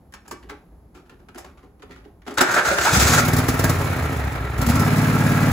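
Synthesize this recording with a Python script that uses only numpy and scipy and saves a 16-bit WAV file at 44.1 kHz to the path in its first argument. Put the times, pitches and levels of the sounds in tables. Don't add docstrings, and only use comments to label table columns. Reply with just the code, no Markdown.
import sys
import numpy as np
from scipy import signal
from scipy.fft import rfft, irfft, next_fast_len
from scipy.io import wavfile
from scipy.ndimage import uniform_filter1d

SR = 44100
rng = np.random.default_rng(int(sys.argv[2]) if len(sys.argv) > 2 else 0)


def transcribe(signal):
    frames = np.atleast_2d(signal).T
    limited = np.clip(frames, -1, 1)
    pcm = np.round(limited * 32767).astype(np.int16)
    wavfile.write(sys.argv[1], SR, pcm)


def makeup_ratio(level_db):
    decades = np.asarray(level_db, float) / 20
    return 10 ** decades


N = 243431
T, M = np.arange(N) / SR, next_fast_len(N, True)
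F = np.arange(M // 2 + 1) * SR / M

LEAD = .371
# (time [s], burn level [dB], labouring in the long pipe [dB])
EFFORT = [(2.92, -26, -39), (2.99, -25, -32), (3.17, -21.5, -36), (3.25, -23, -26), (3.4, -27, -30),
          (3.47, -28.5, -32), (3.71, -26.5, -19.5), (3.82, -26, -31), (4.05, -28.5, -36), (4.36, -33, -37),
          (4.55, -39, -31), (4.6, -25, -23.5), (4.72, -22, -26), (4.82, -18.5, -31), (4.92, -18.5, -42),
          (5.52, -17.5, -32)]
# (frequency [Hz], density [dB per Hz])
CLATTER = [(180, -3), (300, -6), (352, -13), (429, -13.5), (528, -8), (761, -7.5), (994, -9.5), (1330, -9),
           (2310, -14), (3200, -24.5), (4160, -25), (7040, -120)]
# (frequency [Hz], density [dB per Hz])
RUSH = [(2500, -25), (3200, -1.5), (5000, 3.5), (7000, 3), (9000, 3.5), (12000, 1.5), (15600, 2),
        (16000, -52)]


def engine():
    first_db, cold_db = -1, -2.5
    strokes = firings(first_db + cold_db * ((T > 3.2) & (T < 3.7)))
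    puff = steady(fade_out(uniform_filter1d(strokes, SR // 60), 0.0021), 0.043)
    thumps, cracks = backfires()
    tailpipe = exhaust(strokes) + thumps
    block = chuffs() + cracks + howl(puff) + belt_whistle() + valve_train(puff)
    return tailpipe, block


def crank():
    # (time [s], position [cycles])
    crankshaft = [(2.40, -4.6), (2.693, -2.4), (2.976, 0), (3.061, 1), (3.186, 3), (3.289, 5), (3.701, 13),
                  (3.929, 17), (4.057, 19), (4.198, 21), (4.357, 23), (4.540, 25), (4.631, 26), (4.707, 27),
                  (4.823, 29), (4.9327, 31), (5.3215, 38), (5.706, 45)]
    cycles = np.interp(np.arange(N + SR // 8) / SR + .0015, *np.transpose(crankshaft))
    return uniform_filter1d(uniform_filter1d(cycles, SR // 16), SR // 16)[:N]


def firings(first_db):
    cycles = crank()
    scatter = makeup_ratio(.9 * rng.standard_normal(N))

    def stroke(lead):
        return np.diff(np.floor(cycles + lead), prepend=np.floor(cycles[0] + lead))

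    return scatter * (stroke(0) + makeup_ratio(first_db) * stroke(LEAD))


def exhaust(strokes):
    # (frequency [Hz], width [Hz], gain [dB])
    boom_modes = [(58.5, 1.6, 25), (73.4, 32, 4), (83.3, 66, -15.5)]
    gate, burn_db, labour_db = curves(EFFORT, 0.017)
    echo = strokes + 0.48 * np.roll(strokes, int(0.027 * SR))
    echo = echo - .8 * np.roll(echo, SR // 300)
    boom = .45 * steady(band(ring(echo, boom_modes), 45, 96), .15)
    boom = boom + 1.15 * ring(drone(), [(76, 45, 0)])
    hot = makeup_ratio(0.9 * np.minimum(burn_db + 21, 0))
    beat = steady(pipe(np.roll(strokes, -int(.003 * SR)), hot), .25)
    soft = steady(band(strokes - np.roll(strokes, SR // 200), 84, 153), 0.078)
    soft_db = -14 - 1.23 * (burn_db + 22.5)
    return gate * (makeup_ratio(burn_db) * (makeup_ratio(1.5) * beat + makeup_ratio(soft_db) * soft) + makeup_ratio(labour_db) * boom)


def pipe(x, hot):
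    # (frequency [Hz], width [Hz], gain [dB], sign [+1 or -1])
    chambers = [(72.4, 63, -14.8, 1), (82.6, 85, -14, -1), (93, 8, -23.6, 1), (165.8, 8, -23.4, 1),
                (222, 87, -26.4, 1), (256.5, 16, -25.8, -1), (290, 14, -38, 1), (326, 14, -35, -1)]
    out = 0
    for hz, width, db, sign in chambers:
        load = hot if 150 < hz < 230 else 1
        out = out + sign * load * ring(x, [(hz, width, db)])
    return out


def drone():
    # (order of the cycle [1], level [dB])
    orders = [(3, -10), (5, 0), (8, -14)]
    turn = 2 * np.pi * crank()
    lead = 2 * np.pi * LEAD
    return unit(sum(makeup_ratio(db) * (np.sin(round(k) * turn) + np.sin(round(k) * (turn + lead))) for k, db in orders))


def backfires():
    # (time [s], crack level [dB], thump level [dB])
    pops = [(3.2500, -14.5, -34), (3.2815, -14, -11.5), (3.3325, -13, -11), (3.3650, -13.5, -15),
            (3.3847, -14.5, -8), (3.4350, -44, -20), (3.4845, -9, -5), (3.5390, -25, -15),
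            (3.5925, -12, -8), (3.6405, -10, -6), (3.6955, -11.5, -8), (4.5802, -24.5, -22),
            (4.615, -16, -27), (4.6644, -16, -39), (4.6870, -17.5, -28), (4.6975, -17, -13),
            (4.7550, -16.5, -24), (4.7960, -16.5, -23)]
    crack = impulses(pops, column=1)
    blow = np.roll(impulses(pops, column=2), int(.0035 * SR))
    swell = fade_out(uniform_filter1d(crack, SR // 160), 0.013)
    cracks = 0.34 * swell * (1.15 * noise(RUSH) + 1.44 * noise(CLATTER))
    thumps = 2600 * (pipe(blow, 0.45) - ring(blow, [(250, 17, -31)]))
    return thumps, cracks


def chuffs():
    # (time [s], level [dB])
    charges = [
        (2.685, -3),
        (2.792, -2),
        (2.922, -11),
    ]
    return band(ring(impulses(charges, column=1), [(73, 24, 31.6)]), 45, 144)


def valve_train(puff):
    # (frequency [Hz], width [Hz], gain [dB])
    shroud = [(428, 48, 9.5), (1335, 41, 9.5), (1657, 63, 4), (890, 84, 0.5), (1900, 120, -2),
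              (2230, 470, -8.5)]
    valves = [(1, .2, .1), (4, .25, .3)]
    gate, burn_db, _ = curves(EFFORT, 0.017)
    cycles = crank()
    over = burn_db + 27
    octaves = np.log2(np.gradient(cycles) * SR / 18)
    clatter_db = -26.5 + 0.32 * over + 3.5 * octaves
    rush_db = -39 + 0.47 * over + 6 * octaves
    taps = unit(sum(makeup_ratio(3.8 * walk(14)) * ring(clicks(350, 2.3), [panel]) for panel in shroud))
    throb = 1 + sum(depth * np.cos(2 * np.pi * order * (cycles - place)) for order, depth, place in valves)
    clatter = unit(throb * (1 + 0.017 * puff) * makeup_ratio(0.31 * walk(25.12)) * (noise(CLATTER) + 0.63 * taps))
    rush = unit((1 + 0.5 * puff) * makeup_ratio(1.5 * walk(30)) * noise(RUSH))
    return gate * (makeup_ratio(clatter_db) * clatter + makeup_ratio(rush_db) * rush)


def howl(puff):
    # (time [s], pitch [Hz], level [dB])
    howl_catch = [(2.91, 165, -40), (2.935, 165, -22), (2.965, 200, -28), (3.0, 240, -29), (3.07, 238, -30),
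                  (3.115, 250, -21), (3.17, 230, -29), (3.28, 252, -25), (3.33, 250, -40)]
    howl_recovery = [(4.58, 228, -43), (4.63, 230, -28), (4.665, 231.5, -23.5), (4.70, 237, -18),
                     (4.735, 250, -25), (4.76, 264, -26), (4.80, 272, -56)]
    # (time [s], pitch [Hz], level [dB])
    boom_catch = [(2.91, 62, -36), (2.94, 63, -23), (2.985, 66, -17), (3.02, 68, -25), (3.06, 75, -16),
                  (3.12, 77, -20), (3.17, 90, -17), (3.21, 92, -36)]
    boom_sag = [(3.88, 96.6, -40), (3.93, 89.4, -27), (4.0, 85, -25), (4.1, 77.7, -22.5), (4.2, 73, -22),
                (4.28, 68.6, -23), (4.36, 65, -32), (4.44, 62.5, -26), (4.56, 73, -29)]
    high = glide(howl_catch, 2.5, 0.47) + glide(howl_recovery, 2.34, .5)
    return (1 + 0.6 * puff) * high + glide(boom_catch, 1.0, .5) + glide(boom_sag, 0.97, .5)


def belt_whistle():
    # (time [s], pitch [Hz], level [dB])
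    whistle = [(4.69, 5220, -56), (4.715, 5220, -40), (4.786, 5150, -46), (4.82, 5150, -38),
               (4.84, 5170, -41), (4.92, 5228, -49)]
    return 1.2 * glide(whistle, 28, 3)


def starter():
    # (frequency [Hz], density [dB per Hz])
    grind_colour = [(88, -9), (150, -13), (288, -13), (382, -4), (493, -14), (568, -6), (1080, -11.5),
                    (1410, -6), (1580, -3), (3200, -27.5), (4160, -47), (7040, -120)]
    sizzle_colour = [(2500, 3.5), (3300, -13.5), (5000, 0.5), (6600, 1.5), (8200, 2.5), (11000, -9),
                     (15600, -7), (16000, -45)]
    # (frequency [Hz], width [Hz], gain [dB])
    ring_gear = [(738, 72, -9.5), (907, 48, -3), (1420, 100, 8), (2086, 32, -4.5), (2820, 90, -31)]
    pinion = [(3610, 980, 13), (4680, 56, -7.5), (6400, 51, 20.5), (6940, 43, -11), (6950, 59, -11),
              (7700, 180, -14), (8150, 38, -9)]
    # (time [s], grind level [dB], sizzle level [dB], held [s])
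    surges = [(2.379, -27, -27.5, 0.0071), (2.412, -11, -12.5, 0.0032), (2.434, -35, -40, 0.0038),
              (2.467, -29, -52, 0.011), (2.492, -24, -37, 0.0051), (2.513, -24.5, -32, 0.016),
              (2.545, -24.5, -26, 0.0083), (2.566, -16, -35, 0.03), (2.655, -25, -33.5, 0.036),
              (2.684, -38, -45, 0.0075), (2.709, -24.5, -53, 0.007), (2.735, -31, -49, 0.01),
              (2.785, -23.5, -37, .008), (2.816, -32, -27, 0.0067), (2.856, -22, -38, 0.04),
              (2.934, -26, -21, 0.035), (2.999, -28.5, -20, 0.033), (3.074, -24, -22, 0.0067),
              (3.125, -20.5, -22, 0.023), (3.183, -13.5, -23.5, 0.0065)]
    # (time [s], pitch [Hz], level [dB])
    groans = [
        [(2.69, 720, -31), (2.705, 644, -25), (2.72, 566, -23), (2.75, 560, -31), (2.79, 704, -29),
         (2.82, 720, -36)],
        [(2.845, 700, -34), (2.86, 760, -23), (2.875, 890, -19), (2.89, 900, -32)],
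        [(2.92, 762, -36), (2.945, 737, -25), (2.97, 744, -32)],
    ]
    on, off, full_spin = 2.378, 3.205, 3.02
    rise, fall = 0.0077, 0.0065
    gate = np.clip(np.minimum(T - on, off - T) / .01 + 1, 0, 1)
    grind_gain = makeup_ratio(np.interp(T, [on, full_spin], [-23.5, -26]))
    sizzle_gain = makeup_ratio(np.interp(T, [on, full_spin], [-39, -19.5]))
    mesh_gain = 0.4 * grind_gain
    for s, grind_db, sizzle_db, held in surges:
        span = slice(int((s - rise) * SR), int(s * SR) + SR // 4)
        after = T[span] - s
        surge = np.clip(after / rise + 1, 0, 1) * np.exp(-np.maximum(after - held, 0) / fall)
        grind_gain[span] += 0.72 * makeup_ratio(grind_db) * surge
        mesh_gain[span] += 0.69 * 2.2 * makeup_ratio(grind_db) * surge
        sizzle_gain[span] += makeup_ratio(sizzle_db) * surge
    teeth = clicks(1500, 2.15)
    chatter = makeup_ratio(1.3 * walk(60))
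    grind = chatter * noise(grind_colour)
    mesh = chatter * unit(band(ring(teeth, ring_gear), 590, 5200))
    flicker = makeup_ratio(1.8 * walk(70))
    sizzle = unit(chatter * flicker * (noise(sizzle_colour) + 0.44 * unit(ring(teeth, pinion))))
    cycles = crank()
    turns = cycles + 0.206 / (2 * np.pi) * np.sin(2 * np.pi * cycles)
    whirr = makeup_ratio(-7.5) * walk(43) * np.sin(2 * np.pi * 61 * turns)
    rasp = grind_gain * 0.73 * (band(grind, 98, 7500) + whirr)
    groan = sum(glide(g, 13.7, 2.5) for g in groans)
    return gate * (rasp + 0.7 * mesh_gain * mesh + sizzle_gain * sizzle) + groan


def knocks():
    # (time [s], peak [dB], ring [Hz], low body
    # [dB], bright [dB])
    sharp = [(0.122, -39, 1550, -24, -2), (0.137, -27.5, 1340, -16.5, -4), (0.278, -36.5, 780, -7, 6),
             (0.31, -20.5, 1000, -9, -2.5), (0.4949, -21, 1150, -13, -37), (0.509, -33, 1200, 4, -28),
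             (1.094, -35.5, 1390, -10, -20), (2.218, -43, 1560, -11, -22), (1.285, -34, 1290, -6, -23),
             (1.345, -35, 1420, 5, -5), (1.357, -34, 1440, -7, -18), (1.381, -28.5, 738, -6, -1),
             (1.444, -30.5, 850, -10, -14), (1.821, -33, 1370, -4, -27), (1.829, -35.5, 1140, 0, -32),
             (1.893, -42.5, 700, 8, -30), (0.95, -44, 1200, -2, -14), (2.05, -43, 1610, 8, -25),
             (2.252, -47, 1800, -5, -8), (2.276, -25.5, 1530, -4.5, -12), (2.308, -25, 1150, -2, -15),
             (2.339, -37, 900, -13, 5), (2.352, -42, 900, -10, -5), (2.381, -5.5, 1530, -12.5, -23),
             (2.409, -11, 1420, -1, 6.5), (2.413, -3, 890, -15.5, -30), (0.321, -29.5, 760, -2, -7)]
    # (time [s], peak [dB], ring [Hz], low body [dB], bright [dB])
    scuffs = [(0.25, -40.5, 1250, -12, -20), (0.423, -40.5, 1600, 2.5, -24), (0.487, -38, 1300, -9, -15),
              (0.943, -39.5, 1230, 0, -9), (0.965, -43.5, 1300, -5, -24), (1.051, -48, 1350, -13, -20),
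              (1.111, -45.5, 1530, 4, -22), (1.19, -48.5, 1280, 3, -22), (1.373, -30, 625, -24, -6),
              (1.57, -42.5, 1170, -6, -35), (1.624, -45, 1080, 6.5, -23), (1.792, -44.5, 900, 1.5, -20),
              (1.905, -34.5, 1900, -9, -18), (1.955, -35.5, 1260, -9, -32), (1.455, -38.5, 1130, -3, -22),
              (2.039, -47.5, 1560, 5.5, -27), (2.264, -22.5, 676, -2, -30), (2.27, -38, 1790, -12, -18),
              (2.305, -40, 1800, -13, -17)]
    # (time [s], peak [dB], ring [Hz])
    clunks = [(2.564, -21, 1430), (2.586, -14, 1300), (2.603, -27, 1450), (2.700, -13, 640),
              (2.712, -10, 560), (2.871, -20, 850), (2.7833, -4, 1430), (2.854, -10, 1330),
              (2.865, -10, 1350), (2.88, -13, 1300), (2.812, -12, 1320), (2.655, -15, 1500),
              (2.663, -13, 1600), (2.9, -18, 360), (2.381, -10.5, 3800), (2.596, -17, 1550),
              (3.4, -13, 1360)]
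    # (frequency [Hz], density [dB per Hz])
    edge_colour = [(2500, -22), (3500, -31), (5000, 11.5), (6200, 6), (7500, 11), (12000, 4), (15600, 0),
                   (16000, -52)]
    # (frequency [Hz], width [Hz], gain [dB])
    loose_parts = [(1600, 70, -2), (1800, 67, -10), (2350, 16, -1), (2950, 62, -9), (4400, 50, -11),
                   (5500, 36, -5)]
    out, bright = np.zeros(N), noise(edge_colour)
    t = np.arange(SR // 6) / SR
    # rise [s], fall [s], size of the first contact
    rows = [tuple(r) + (0.0026, 0.0096, 3.2) for r in sharp]
    rows += [tuple(r) + (0.0072, 0.03, 0.3) for r in scuffs]
    rows += [tuple(r) + (-29, -33) + (0.002, 0.0085, 5.6) for r in clunks]
    for s, db, hz, body_db, bright_db, rise, fall, contact in rows:
        i = int(s * SR)
        burst = np.minimum(t / max(rise, .0005), 1) * np.exp(-t / max(fall, .002))
        shift = 1 + 0.066 * rng.standard_normal()
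        rough = np.repeat(rng.standard_normal(len(t) // 100 + 1), 100)[:len(t)]
        shake = burst * rng.standard_normal(len(t)) * makeup_ratio(3.0 * rough)
        shake[SR // 500] += contact
        tin = ring(shake, [(hz, 170, 2), (1.165 * hz, 220, -3), (0.718 * hz, 150, -2),
                           (1.73 * hz, 300, -10), (1500, 1800, -25)])
        hollow = ring(np.roll(shake, SR // 160), [(325, 220, 0)])
        body = ring(hollow, [(270 * shift, 50, -1), (385 * shift, 45, -1), (760 * shift, 110, -7)])
        keys = ring(shake, [(f * shift ** 0.32, w / 2, g + 4 * rng.standard_normal()) for f, w, g in loose_parts])
        hit = tin / np.abs(tin).max()
        hit = hit + makeup_ratio(-20.5 + 0.88 * (bright_db + 8)) * keys / np.abs(keys).max()
        hit = hit + makeup_ratio(body_db) * body / np.abs(body).max()
        hit = hit + 0.36 * makeup_ratio(bright_db) * burst * bright[i:i + len(t)]
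        out[i:i + len(t)] += 0.91 * makeup_ratio(db) * hit
    return out


def shop():
    # (frequency [Hz], density [dB per Hz])
    hum_colour = [(15, -73), (25, -28), (38, -11), (59, -1.5), (127, -15), (161, -12.5), (180, -13.5),
                  (384, -20.5), (545, -25), (734, -25), (2840, -49.5), (6920, -53.5), (9320, -53),
                  (11000, -45), (16000, -56)]
    duck = np.interp(T, [2.37, 2.45], [0, -13])
    waver = 1.2 * walk(6)
    return makeup_ratio(-49 + duck + waver) * noise(hum_colour)


def unit(x):
    return x / np.sqrt(np.mean(x ** 2))


def on_log(points):
    hz, value = np.transpose(points)
    return np.interp(np.log(F + 1), np.log(hz), value)


def noise(spectrum):
    return unit(irfft(rfft(rng.standard_normal(M)) * makeup_ratio(on_log(spectrum)), M)[:N])


def ring(x, modes):
    return sum(makeup_ratio(db) * signal.lfilter(*signal.iirpeak(hz, hz / width, SR), x) for hz, width, db in modes)


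def band(x, lo_hz, hi_hz):
    return signal.sosfiltfilt(signal.butter(2, [lo_hz, hi_hz], "bandpass", fs=SR, output="sos"), x)


def curves(table, fade):
    s, *columns = np.transpose(table)
    gate = np.clip(np.minimum(T - s[0], s[-1] - T) / fade + 1, 0, 1)
    return [gate] + [np.interp(T, s, c) for c in columns]


def walk(rate):
    k = int(SR / rate)
    return uniform_filter1d(np.repeat(rng.standard_normal(N // k + 1), k), k)[:N]


def clicks(rate, spread_db):
    chance = rng.random((2, N))
    size = makeup_ratio(-spread_db * np.log(1 - chance[1]))
    sign = np.sign(chance[1] * 64 % 1 - .5)
    return (chance[0] < rate / SR) * size * sign


def fade_out(x, seconds):
    return signal.lfilter([1], [1, -np.exp(-1 / (seconds * SR))], x)


def steady(x, seconds):
    return x / np.sqrt(uniform_filter1d(x ** 2, int(seconds * SR)) + 1e-4 * np.mean(x ** 2))


def impulses(rows, column):
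    out = np.zeros(N)
    out[[int(r[0] * SR) for r in rows]] = makeup_ratio(np.array([r[column] for r in rows]))
    return out


def glide(table, waver_hz, flutter_db):
    gate, hz, db = curves(table, 0.009)
    phase = 2 * np.pi * np.cumsum(hz + waver_hz * walk(60)) / SR
    return gate * makeup_ratio(db + flutter_db * walk(40)) * np.sin(phase)


def heard():
    t60 = .33
    tailpipe, block = engine()
    mic_low = signal.butter(3, 43.2, "highpass", fs=SR, output="sos")
    direct = signal.sosfilt(mic_low, block + starter() + knocks())
    t = np.arange(int(t60 * SR)) / SR
    cloud = (t > .01) * rng.standard_normal(len(t)) * makeup_ratio(-60 * t / t60)
    walls = signal.fftconvolve(direct, cloud / np.sqrt(np.sum(cloud ** 2)))[:N]
    walls = signal.sosfilt(signal.butter(1, [250, 4630], "bandpass", fs=SR, output="sos"), walls)
    return 0.98 * direct + band(tailpipe, 41, 1100) + makeup_ratio(-5.5) * walls + shop()


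def scene():
    # (frequency [Hz], +1 same to -1 opposite [1])
    likeness = [(60, 0.99), (125, 0.99), (250, 0.95), (500, 0.73), (1200, 0.66), (2500, 0.26), (4200, 0.39),
                (5500, 0.086), (6900, 0.78),
                (7500, .5), (8450, -1), (9400, -1), (10600, 1), (11500, 1), (12700, -1), (13600, -1),
                    (14800, 1)]
    # (frequency [Hz], left minus right [dB])
    shadow_table = [(300, 0), (1900, -1.4), (2700, -0.5), (4400, 4), (6000, 0.5), (8000, 1)]
    alike = np.clip(on_log(likeness), -1, 1)
    shadow = on_log(shadow_table) / 2
    mid = rfft(heard(), M) * np.sqrt((1 + alike) / 2)
    side = 1j * rfft(heard(), M) * np.sqrt((1 - alike) / 2)
    return irfft(np.array([(mid + side) * makeup_ratio(shadow), (mid - side) * makeup_ratio(-shadow)]), M)[:, :N]


def low_pass(x):
    return signal.sosfilt(signal.butter(12, 17000, fs=SR, output="sos"), x)


def record(dry):
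    # (frequency [Hz], phase [rad])
    port_phase = [(0, 0), (400, .1), (1700, .7), (3200, .6), (6500, .2), (7200, 0)]
    lead = np.interp(F, *np.transpose(port_phase)) / 2
    ports = irfft(rfft(dry, M) * np.exp(1j * np.array([lead, -lead])), M)[:, :N]
    cut = signal.ellip(8, .2, 60, 15900, fs=SR, output="sos")
    mix = signal.sosfilt(cut, 1.03 * np.tanh(ports / 1.144))
    return low_pass(mix)


dry = scene()
out = record(dry)
transcribe(out)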